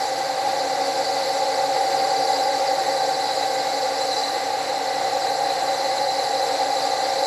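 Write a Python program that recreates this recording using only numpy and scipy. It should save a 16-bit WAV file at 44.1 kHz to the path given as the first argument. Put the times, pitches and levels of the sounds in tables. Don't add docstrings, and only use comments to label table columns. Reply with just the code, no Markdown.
import sys
import numpy as np
from scipy import signal
from scipy.fft import rfft, irfft, next_fast_len
from scipy.io import wavfile
from scipy.ndimage import map_coordinates

SR = 44100
rng = np.random.default_rng(int(sys.argv[2]) if len(sys.argv) > 2 else 0)


def master(y):
    cut = np.clip(np.atleast_2d(y).T, -1, 1)
    pcm = np.round(cut * 32767)
    wavfile.write(sys.argv[1], SR, pcm.astype(np.int16))


N = 320166


def from_db(db):
    return 10 ** (np.asarray(db) / 20)


def rms_one(x):
    return x / np.sqrt(np.mean(x ** 2) + 1e-20)


def in_time(rows):
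    time_s, *columns = np.transpose(rows)
    return [np.interp(np.arange(N) / SR, time_s, column) for column in columns]


def drift(rate_hz):
    r = np.exp(-200 * np.pi * rate_hz / SR)
    slow = signal.lfilter([1], [1, -2 * r, r * r], rng.standard_normal(N // 100 + 1002))[1000:]
    return np.interp(np.arange(N) / 100, np.arange(len(slow)), rms_one(slow))


def white():
    return rng.standard_normal(N) * np.sqrt(SR / 2)


def colour(x, spectrum):
    size = next_fast_len(N)
    hz, db = np.transpose(spectrum)
    bin_hz = np.arange(size // 2 + 1) * SR / size
    gain = from_db(np.interp(np.log(bin_hz + 1), np.log(hz), db, -150))
    return irfft(rfft(x, size) * gain, size)[:N]


def resonate(x, hz, width_hz):
    r = np.exp(-np.pi * width_hz / SR)
    section = [(1 - r * r) / 2, 0, (r * r - 1) / 2, 1, -2 * r * np.cos(2 * np.pi * hz / SR), r * r]
    return signal.sosfilt([section, section], x)


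def ringing(modes, flutter_db, flutter_hz):
    return sum(from_db(db + flutter_db * drift(flutter_hz)) * resonate(white(), hz, width_hz)
               for hz, width_hz, db in modes)


def tones(rows, base_hz, waver_db, wobble_turns):
    turns = base_hz * np.arange(N) / SR + wobble_turns * drift(1.3)
    out = np.zeros(N)
    for multiple, db in rows:
        angle = 2 * np.pi * (multiple * turns + rng.random())
        out += np.sqrt(2) * from_db(db + waver_db * drift(0.71)) * np.sin(angle)
    return out


SPINDLE_HZ, LAYSHAFT_HZ, PULLEY_HZ, MESH_HZ, MAINS_HZ = 8.666, 11.555, 11.966, 70.78, 59.96
# multiple, level_db
SPINDLE_TONES = [(31, -69), (61, -53), (63, -36.5), (65, -44.5), (83, -41.5), (95, -51), (97, -46),
                 (129, -54.5), (162, -60), (185, -61), (214, -53), (250, -55)]
LAYSHAFT_TONES = [(13, -56.5), (21, -67), (22, -65), (24, -48.0), (25, -55), (27, -54.5), (31, -58),
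                  (39, -50), (45, -39), (46, -38), (47, -44.5), (48, -43), (54, -48), (55, -59), (57, -48),
                  (60, -43.5), (64, -45), (67, -44), (71, -41), (72, -40.5), (73, -44), (76, -49),
                  (96, -55.5), (97, -56), (99, -62), (173, -60), (175, -54), (176, -55)]
PULLEY_TONES = [(98, -59.0), (99, -52.0), (116, -58.0), (124, -61.0), (127, -59.0), (128, -59.0),
                (131, -57.0), (137, -57.0), (138, -57.0), (165, -54.0), (241, -61.0), (351, -57.0),
                (359, -52.0), (361, -56.0), (388, -56.0)]
MESH_TONES = [(2, -63.5), (4, -53), (6, -50.5), (8, -43), (10, -47), (11, -27.5), (12, -48)]
MAINS_TONES = [(2, -64), (4, -78), (6, -60.5)]
# pitch_hz, level_db
OTHER_TONES = [(63.4, -77), (103.1, -67), (329.7, -58), (395.0, -67), (461.6, -49), (475.2, -47.5),
               (768.6, -42), (813.4, -44), (837.3, -38), (861.3, -53.5), (898.5, -54), (915.8, -72),
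               (1018.5, -53), (1145.3, -55), (1402.9, -62), (1545.7, -53.5), (1569.7, -49.5), (1665.1, -59),
               (1686.2, -53.5), (1946.7, -54), (1968.9, -59), (1970.8, -51.5), (1988.6, -60),
               (1995.0, -53.5), (2039.6, -61), (4288.8, -49)]

def whine(swell_db):
    shafts = (tones(SPINDLE_TONES, SPINDLE_HZ, waver_db=3.5, wobble_turns=0.0013)
              + tones(LAYSHAFT_TONES, LAYSHAFT_HZ, waver_db=2.0, wobble_turns=0.00062)
              + tones(PULLEY_TONES, PULLEY_HZ, waver_db=3.0, wobble_turns=0.00053))
    hum = tones(MAINS_TONES, MAINS_HZ, waver_db=-0.3, wobble_turns=0)
    mesh = from_db(1.4 * swell_db) * tones(MESH_TONES, MESH_HZ, waver_db=0.4, wobble_turns=0.0015)
    others = tones(OTHER_TONES, base_hz=1, waver_db=2.5, wobble_turns=0.00005)
    return shafts + hum + mesh + others


def each_turn(rate_hz, memory):
    lag, x = round(SR / rate_hz), white()
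    for i in range(lag, N, lag):
        x[i:i + lag] = memory * x[i - lag:i][:N - i] + np.sqrt(1 - memory ** 2) * x[i:i + lag]
    return x


# frequency_hz, level_db_per_hz
BEARING_SPECTRUM = [(25, -100), (60, -81.5), (200, -76), (400, -75), (600, -60), (900, -64.5),
                    (1300, -70.5), (2100, -69.5), (3200, -78), (3700, -70.5), (4400, -70), (5000, -75.5),
                    (6000, -110)]
# pitch_hz, width_hz, peak_db_per_hz
HOUSING_MODES = [(134.3, 20.5, -74.5), (275.8, 23, -69), (346, 64, -65), (410, 12, -87),
                 (465.4, 32.6, -53.5), (522.6, 44, -51.5), (556, 17, -50.5), (634, 4.1, -55.5),
                 (711.3, 39, -59), (751, 30, -51), (767.5, 7, -44.5), (796, 26, -56), (819.5, 28, -48),
                 (885, 81, -60.5), (1150, 215, -70.5), (1412, 52, -69), (1594, 170, -72),
                 (2008, 120, -66.5)]

def rumble(swell_db, repeat_share=0.15):
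    highpass = signal.butter(2, 1000, "high", fs=SR, output="sos")
    repeating = signal.sosfilt(highpass, each_turn(PULLEY_HZ, memory=0.84))
    broad = colour(np.sqrt(1 - repeat_share) * white() + np.sqrt(repeat_share) * repeating,
                   BEARING_SPECTRUM)
    housing = ringing(HOUSING_MODES, flutter_db=1.93, flutter_hz=9.9)
    return from_db(0.82 * drift(7.0)) * broad + from_db(swell_db) * housing


# time_s, level_db
DRIVE_SWELL = [(0, -24), (.9, -25), (1.5, -22.5), (2.1, -21), (2.7, -22.5), (3.6, -23.5), (4.6, -24.5),
               (5.3, -22.5), (5.8, -23.5), (6.4, -22.5), (7.26, -23)]

def drive():
    level_db, = in_time(DRIVE_SWELL)
    swell_db = level_db - level_db.mean()
    return whine(swell_db) + rumble(swell_db)


# pitch_hz, width_hz, relative_db
LOW_SQUEAL_MODES = [(4043, 193, 1), (4220, 80, -5.5)]
HIGH_SQUEAL_MODES = [(4787, 260, -1), (4475, 380, -3.5)]

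def squeal(low_db, high_db):
    low = ringing(LOW_SQUEAL_MODES, flutter_db=1.0, flutter_hz=27)
    high = ringing(HIGH_SQUEAL_MODES, flutter_db=1.8, flutter_hz=27)
    return from_db(low_db) * rms_one(low) + from_db(high_db) * rms_one(high)


# pitch_hz, width_hz, relative_db
SHELL_MODES = [(5880, 35, 5), (6130, 40, 5), (6450, 40, 3), (6920, 40, 5), (7275, 60, 10), (7420, 40, 4),
               (7630, 50, 5), (7925, 55, 9), (8160, 45, 6), (10170, 60, 3), (11150, 150, 3)]
# frequency_hz, relative_db
CHIP_SPECTRUM = [(2880, -51), (4900, -17), (5180, -1), (6620, -10), (7530, -7.5), (8190, -11.5),
                 (8940, -20.5), (9800, -14.5), (10500, -14), (14800, -29)]

def chip_hiss(low_db, high_db, mean_db=-38):
    rings = ringing(SHELL_MODES, flutter_db=1.5, flutter_hz=5.7)
    ring_gain = from_db(0.5 * (low_db - low_db.mean()))
    level = from_db(mean_db + 0.22 * (high_db - high_db.mean()))
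    return level * rms_one(colour(white() + ring_gain * rings, CHIP_SPECTRUM))


def flicker(x, depth_db):
    size = next_fast_len(N)
    spectrum, out = rfft(x, size), np.zeros(N)
    bin_hz = np.arange(1, size // 2 + 2) * SR / size
    band_position = np.clip(8 * np.log2(bin_hz / 3400), 0, 14)
    for k in range(15):
        band = irfft(spectrum * np.clip(1 - abs(band_position - k), 0, 1), size)[:N]
        out += from_db(depth_db * drift(9.8)) * band
    return out


# frequency_hz, gain_db
WALL_REFLECTION = [(3000, -9.5), (5500, -10), (9000, -20)]

def shell_echo(tip, delay_s=0.00036, swing_s=0.00009, swing_db=2, longest_at_turn=0.3):
    away = np.cos(2 * np.pi * (SPINDLE_HZ * np.arange(N) / SR - longest_at_turn))
    lag_s = delay_s + swing_s * away
    echo = map_coordinates(colour(tip, WALL_REFLECTION), [np.arange(N) - lag_s * SR], order=3)
    return tip + from_db(-swing_db * away) * echo


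# time_s, low_squeal_db, high_squeal_db
CUT_LEVELS = [(0.0, -40, -35), (0.12, -41.5, -39), (0.38, -42.5, -41.5), (1.39, -36.5, -34),
              (1.45, -40.5, -36.5), (2.38, -36, -34.5), (2.49, -38.5, -37.5), (3.26, -35.5, -38),
              (3.94, -38, -38), (4.18, -31.5, -35), (4.51, -41, -43), (6.17, -34.5, -38.5),
              (7.22, -37, -36.5), (7.26, -33, -34)]

def cut():
    low_db, high_db = in_time(CUT_LEVELS)
    tip = squeal(low_db, high_db) + chip_hiss(low_db, high_db)
    return shell_echo(flicker(tip, depth_db=1.05))


# time_s, peak_db, pitch_hz
EDGE_CHIRPS = [(1.1862, -29, 4490), (2.0448, -29, 4750), (2.3054, -30, 4000), (4.0277, -25, 4090),
               (4.1338, -24.5, 4010), (4.1685, -21.5, 4020), (4.2376, -19.5, 4000), (4.2837, -23, 4050),
               (6.2668, -31, 3950), (6.5834, -31, 4120), (6.772, -24, 4020), (6.92, -24, 4080)]

def chirps(length_s=0.018):
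    out, n = np.zeros(N), np.arange(round(length_s * SR))
    for time_s, peak_db, pitch_hz in EDGE_CHIRPS:
        start = round((time_s - 0.4 * length_s) * SR)
        tone = np.sin(2 * np.pi * (pitch_hz * n / SR + rng.random()))
        out[start:start + len(n)] += from_db(peak_db) * np.hanning(len(n)) * tone
    return out


def scene():
    return (drive() + cut() + chirps())[None]


def record(dry, notch_hz=9100, width_hz=230, notch_db=-13, cutoff_hz=15000):
    notch_band = signal.lfilter(*signal.iirpeak(notch_hz, notch_hz / width_hz, SR), dry)
    through_port = dry - (1 - from_db(notch_db)) * notch_band
    return signal.sosfilt(signal.ellip(16, .5, 90, cutoff_hz, fs=SR, output="sos"), through_port)


dry = scene()
out = record(dry)
master(out)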